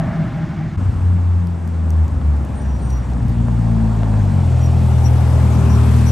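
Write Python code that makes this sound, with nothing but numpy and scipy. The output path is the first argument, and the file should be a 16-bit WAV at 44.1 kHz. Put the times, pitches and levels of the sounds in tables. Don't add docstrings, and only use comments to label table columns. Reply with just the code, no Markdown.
import sys
import numpy as np
from scipy import signal
from scipy.fft import rfft, irfft
from scipy.io import wavfile
from scipy.ndimage import uniform_filter1d

SR = 44100
rng = np.random.default_rng(int(sys.argv[2]) if len(sys.argv) > 2 else 0)


def master_out(mix):
    frames = np.transpose(np.atleast_2d(mix))
    ceiling = np.clip(frames, -1, 1)
    pcm = np.round(ceiling * 32767).astype(np.int16)
    wavfile.write(sys.argv[1], SR, pcm)


N = 269451
T = np.arange(N) / SR
HZ = np.maximum(np.fft.rfftfreq(N, 1 / SR), 1)
CUT_S, CUT_FADE_S = 0.769, 0.009
WIDE_S = 4.85
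LEFT_RIGHT = np.array([[1], [-1]])


def undb(db):
    return 10 ** (np.asarray(db) / 20)


def unit(x):
    return x / x.std()


def columns(table):
    s, *cols = np.transpose(table)
    return [uniform_filter1d(np.interp(T, s, c), size=441, mode="nearest") for c in cols]


def on_log(table, hz):
    f, v = np.transpose(table)
    return np.interp(np.log(hz), np.log(f), v)


def walk(rate):
    k = int(SR / rate)
    steps = np.repeat(rng.standard_normal(N // k + 1), k)
    return 1.45 * uniform_filter1d(uniform_filter1d(steps, k), k)[:N]


def band(hz, octaves):
    shape = np.cos(np.clip(np.log2(HZ / hz) / octaves, -1, 1) * np.pi / 2)
    return irfft(rfft(rng.standard_normal(N)) * shape, N)


# t/s, firing rate f/Hz, first order level/dB, orders 2-3 level/dB,
# orders 4-6 level/dB against those, raggedness (0-1)
ENGINE_ORDERS = [(.78, 93.54, -22, -25, 2, .8), (1.0, 90.6, -18, -26.5, -1, 0.93),
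                 (1.15, 89.2, -12, -16, -1, .3), (1.27, 88.08, -11.5, -31, 2, .05),
                 (1.42, 87.17, -16.5, -15.5, 1, 0.2), (1.6, 84.64, -21.5, -21, -1, 0),
                 (2.045, 78.81, -10.5, -19, -2, .1), (2.09, 77.6, -25, -23, -1, .95),
                 (2.18, 75.8, -30.5, -27, -1, .9), (2.26, 74.21, -19, -30, -1, 0.9),
                 (2.55, 69.27, -17, -32, -1, 0.6), (2.75, 65.63, -11.5, -30, -2, .6),
                 (3.04, 61.2, -20.5, -29, 8, 0.74), (3.17, 60.24, -17, -20, -0.5, 0.8),
                 (3.5, 57.59, -16.5, -18, 2, 0.8), (3.65, 56.19, -13, -16, -0.5, 0.4),
                 (4.0, 54.13, -13, -17, 3.5, 0.3), (4.18, 51.8, -11.5, -15, 3, 0.8),
                 (4.37, 44.7, -9.5, -13.5, -5.5, 0.8), (4.59, 40.53, -14.5, -15, -7.5, 0),
                 (4.8, 41.21, -9.5, -14.5, 0.5, 0), (5.0, 40.8, -13.5, -13, -11.5, 0.03),
                 (5.4, 40.2, -12.5, -13, -5.5, .05), (5.47, 39.28, -15, -13, -3.5, .08),
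                 (5.8, 39.2, -11.5, -12, -3.3, 0.3), (6.11, 38.94, -12.5, -12, -0.5, 0.3)]
# f/Hz, level/dB
PIPE_RESPONSE = [(38, -25.5), (55, -4.5), (80, 0.57), (120, -.5), (155, -10.5), (172, -7.5), (200, -14),
                 (232, -11), (290, -32), (400, -38.5)]
# f/Hz, Q
PIPE_RESONANCES = [(88, 10), (140, 6)]
FUEL_S, FUEL_RISE_S = 3.06, 0.13
COAST_FALL_DB = 4
FLUTTER_DB, RAGGED_DB, WANDER_DB = 0.7, 4.5, 2.5


def exhaust():
    hz, first_db, over_db, upper_db, ragged = columns(ENGINE_ORDERS)
    coasting = 1 - np.clip((T - FUEL_S) / FUEL_RISE_S, 0, 1)
    firing_phase = 2 * np.pi * np.cumsum(hz * (1 + 0.0048 * walk(12))) / SR
    note = 0
    for k in range(1, 7):
        source_db = first_db if k == 1 else over_db - (k - 2) * COAST_FALL_DB * coasting
        db = on_log(PIPE_RESPONSE, k * hz) + source_db
        db = db + (FLUTTER_DB + RAGGED_DB * ragged * coasting) * walk(20)
        if k > 3:
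            db = db + upper_db + WANDER_DB * walk(7)
        lag = 2.5
        for f, q in PIPE_RESONANCES:
            ratio = k * hz / f
            lag = lag + np.arctan2(ratio / q, 1 - ratio ** 2)
        phase = k * firing_phase - lag + 0.07 * k * walk(25)
        note = note + undb(db) * np.sqrt(2) * np.cos(phase)
    banks = 1 + 0.022 * np.cos(firing_phase / 2) + 0.067 * np.cos(firing_phase / 3)
    return note * banks, firing_phase, ragged


BURBLE_DB, BURBLE_TOP_DB = -21, -12


def burble(ragged):
    level = ragged * undb(BURBLE_DB + 1.4 * walk(16))
    return level * (unit(band(79.0, 1.26)) + undb(BURBLE_TOP_DB) * unit(band(222, 0.58)))


DRONE_HZ, DRONE_SAG_HZ_S = 163, 8.1
DRONE_DB = -19
THROB_HZ, THROB_PEAK_S, THROB_DB = 4.95, 0.012, 6.5
RASP_DB, RASP_FADE_DB_S = (-28, -36), (33, 11)


def drone():
    throb_db = THROB_DB * (np.cos(2 * np.pi * THROB_HZ * (T - THROB_PEAK_S)) - 1)
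    phase = 2 * np.pi * (DRONE_HZ - DRONE_SAG_HZ_S * T / 2) * T + 0.5 * walk(28.2)
    note = undb(DRONE_DB + throb_db + 1.7 * walk(22.3)) * np.sqrt(2) * np.cos(phase)
    low, high = (undb(db - fade * T + throb_db / 2) for db, fade in zip(RASP_DB, RASP_FADE_DB_S))
    return note + low * unit(band(636, 0.18)) + high * unit(band(804, 0.051))


# onset t/s, length t/s, starting f/Hz, amplitude level/dB before chatter
BRAKE_SQUEALS = [(2.524, 0.13, 8850, -50.5), (2.595, 0.22, 5830, -51), (2.812, 0.06, 5880, -56),
                 (2.793, .14, 8750, -47.5), (2.837, .1, 6680, -59), (2.86, 0.15, 5830, -45),
                 (3.014, 0.045, 5780, -57), (4.603, 0.078, 5770, -41.5), (4.922, 0.1, 5800, -52),
                 (5.034, 0.055, 5780, -38.5), (5.489, .05, 6780, -50), (5.53, 0.044, 5800, -47.5),
                 (5.696, 0.075, 5770, -41), (6.062, .1, 5820, -36.5)]


def brakes():
    squeal = np.zeros(N)
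    chatter, waver = undb(2.8 * walk(120)), 1.2 * walk(250)
    for s, length, hz, db in BRAKE_SQUEALS:
        swell = np.sin(np.pi * np.clip((T - s) / length, 0, 1)) ** 0.5
        phase = 2 * np.pi * hz * (T - 0.009 * (T - s) ** 2 / length)
        phase = phase + waver * (hz / 5800) ** 2
        tone = np.cos(phase)
        if hz < 6000:
            tone = tone + undb(-17) * np.cos(2 * phase)
        squeal += undb(db) * swell * chatter * tone
    return squeal


def hits(table, ring_s, breadth):
    out, t = np.zeros((2, N)), np.arange(2048) / SR
    burst = rng.standard_normal((len(table), 2048))
    for (s, db, hz, *pan_db), noise in zip(table, burst):
        edges = [hz / breadth, min(hz * breadth, 12300)]
        blow = (t == 0) * 3.7 + noise * np.exp(-t / ring_s)
        resonance = signal.butter(2, edges, "band", fs=SR, output="sos")
        tone = signal.sosfilt(resonance, blow)
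        i = int(s * SR)
        gain = undb(db + LEFT_RIGHT * sum(pan_db) / 2)
        out[:, i:i + 2048] += gain * tone / abs(tone).max()
    return out


# t/s, peak level/dB, centre f/Hz, left minus right level/dB
EXHAUST_POPS = [(2.215, -24.5, 872, 4), (3.484, -19, 640, -0.5), (3.99, -25, 674.5, 1.5),
                (4.033, -18, 700, 7), (4.14, -18.5, 699, -3), (5.194, -29, 813, -5), (5.333, -28, 843, 6),
                (5.365, -23, 763, 8)]


def exhaust_pops():
    return hits(EXHAUST_POPS, 0.0006, 1.53)


# t/s, peak level/dB, centre f/Hz
GRIT_TICKS = [(1.4718, -30, 8700), (1.6771, -33, 8340), (1.6908, -40, 6430), (1.9054, -24, 11100),
              (2.0813, -32, 11100), (2.4503, -30, 6106), (2.9047, -27, 8655), (3.1356, -30, 7500),
              (3.2292, -32.5, 6820), (3.2836, -31, 6426), (3.2958, -30, 7772)]


def grit_ticks():
    return hits(GRIT_TICKS, 0.0006, 2.0)


# t/s, f/Hz, rms level/dB before flutter
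FAN_WHINE = [(4.5, 376.4, -44.5), (4.7, 379, -45), (5.6, 395.5, -39), (6.11, 412.8, -39.5)]


def fan_whine():
    hz, db = columns(FAN_WHINE)
    phase = 2 * np.pi * np.cumsum(hz) / SR + 0.83 * walk(26)
    sounding = T > FAN_WHINE[0][0]
    return undb(db + 3.12 * walk(12)) * sounding * np.sqrt(2) * np.cos(phase)


# centre t/s, spread t/s, rms level/dB at the crest before flutter
HISS_SWELLS = [(4.65, 0.21, -51), (5.85, .3, -49.8)]


def coarse_hiss():
    swell = sum(undb(db) * np.exp(-((T - s) / spread) ** 2) for s, spread, db in HISS_SWELLS)
    return swell * undb(2.1 * walk(40)) * unit(band(2520, 0.2))


# f/Hz, side minus mid level/dB
STEREO_WIDTH = [(60, -29), (110, -39.5), (200, -14.5), (350, -7.5), (630, -8.5), (1140, -5), (2000, -10.5)]
TOP_SIDE = 0.4


def road_noise(levels, colour, firing_phase, puff, narrow_db):
    out, wide = 0, np.clip((T - WIDE_S) / 0.059, 0, 1)
    for hz in 32 * 2 ** np.arange(0, 8.7, 1 / 3):
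        corners = np.log([280, 650, 1400, 3500, 8500, 12500])
        place = np.interp(np.log(hz), corners, [0, 1, 2, 3, 3, 4])
        share = np.clip(1 - abs(place - np.arange(len(levels))), 0, 1)
        gain = undb(on_log(colour, hz) + share @ levels + 0.36 * walk(10) + 0.78 * walk(70))
        gain = gain * (1 + puff * min(hz / 600, 1) * np.cos(firing_phase))
        mid = band(hz, 1 / 3)
        side = undb(on_log(STEREO_WIDTH, hz) - narrow_db) * band(hz, 1 / 3)
        if hz > 2300:
            side = side * (0.03 + 1.9 * wide)
            if hz >= 8000:
                side = side * TOP_SIDE * (hz > 10000)
        if 400 < hz < 8000:
            side = side + 0.22 * wide * mid
        out = out + gain * (mid + side * LEFT_RIGHT)
    return out


# f/Hz, level/dB per Hz
FAR_SPECTRUM = [(18, -47), (30, -13.5), (155, 1), (215, -8.5), (322, -15), (436, -34), (575, -28.5),
                (636, -25), (798, -28.5), (883, -29.5), (1840, -30.5), (2490, -39.5), (8780, -56.5),
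                (10200, -59), (12500, -76), (16200, -107), (22000, -120)]
FAR_DECAY = [4.6, 11, 10.8, 3.1, 8]


def far_air(firing_phase):
    levels = np.outer(FAR_DECAY, np.maximum(CUT_S - T, 0))
    return road_noise(levels, FAR_SPECTRUM, firing_phase, 0, 14.0)


# t/s, delay in ms, strength (0-1)
ROAD_REFLECTION = [(.78, 1.14, 0), (3.4, 1.03, 0.12), (4.3, 1.135, 0.15), (4.7, 1.58, 0.23),
                   (5.2, 1.1, 0.04), (5.7, 0.63, 0.24), (6.11, 0.96, 0)]


def road_echo(x):
    ms, strength = columns(ROAD_REFLECTION)
    late = np.arange(N) - ms * SR / 1000
    dull = signal.sosfilt(signal.butter(2, 3000, fs=SR, output="sos"), x)
    return x + strength * np.array([np.interp(late, np.arange(N), c) for c in dull])


# f/Hz, level/dB per Hz
NEAR_SPECTRUM = [(30, -30.5), (60, -6.5), (180, 0), (300, -9), (450, -14.5), (800, -15), (1300, -22.5),
                 (2200, -31.5), (4000, -39.5), (6500, -42.5), (8800, -40.5), (10500, -42.5), (11500, -44),
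                 (12500, -81)]
# t/s, tyre roar level/dB, rasp level/dB, gas hiss level/dB
CLOSING_IN = [(.78, -3.5, 1.5, -2), (1.5, -5, -2.5, -5), (2.5, -2, -1.3, -3), (3.3, -1.8, -1.5, -1.5),
              (4.1, 3, 0.8, 1.2), (4.55, 3, -1.5, 4), (5.3, 6, 3.5, 6), (5.7, 8, 6, 7.5),
              (6.11, 3, 4.5, 10)]
RUMBLE_SHARE, TOP_SHARE = 0.53, 1.2
TOP_DB, TOP_WIDE_DB = -9, 10.5


def near_air(firing_phase):
    roar, rasp, hiss = columns(CLOSING_IN)
    opening = np.clip((T - WIDE_S) / 0.15 + 1, 0, 1)
    top = TOP_DB + TOP_SHARE * hiss + TOP_WIDE_DB * opening
    levels = np.array([RUMBLE_SHARE * roar, roar, rasp, hiss, top])
    return undb(-5.5) * road_echo(road_noise(levels, NEAR_SPECTRUM, firing_phase, 0.032, 0.1))


# f/Hz, left minus right level/dB
STEREO_LEAN = [(60, 0), (110, 2), (200, 5.5), (350, 1.5), (630, 0.5), (1140, 1), (2060, 0.5), (3720, 0),
               (6710, 3.5), (12100, -1.5)]


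def scene():
    pipe, firing_phase, ragged = exhaust()
    far = drone() * undb(0.4 * LEFT_RIGHT) + far_air(firing_phase)
    engine = pipe + burble(ragged) + fan_whine() + coarse_hiss()
    lean = undb(0.5 * LEFT_RIGHT * on_log(STEREO_LEAN, HZ))
    near = irfft(rfft(engine + near_air(firing_phase)) * lean, N)
    near += brakes() * undb(LEFT_RIGHT * 5.5 * (T > WIDE_S))
    fade = np.clip(abs(T - CUT_S) / CUT_FADE_S, 0, 1)
    return np.where(T < CUT_S, far, near) * fade + grit_ticks() + exhaust_pops()


# f/Hz, radians that the right port trails
PORT_PHASE = [(30, 0.21), (260, 0.25), (700, -0.37), (2000, 0.2), (8700, -0.17)]
TOP_HZ = 12700


def record(dry):
    drift = np.interp(HZ, [8750, 11840], [0, 2 * np.pi])
    phase = drift - on_log(PORT_PHASE, HZ)
    dry = np.tanh(0.66 * dry) / 0.7
    ports = np.array([dry[0], irfft(rfft(dry[1]) * np.exp(1j * phase), N)])
    return signal.sosfilt(signal.ellip(8, 0.2, 70, TOP_HZ, fs=SR, output="sos"), ports)


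dry = scene()
out = record(dry)
master_out(out)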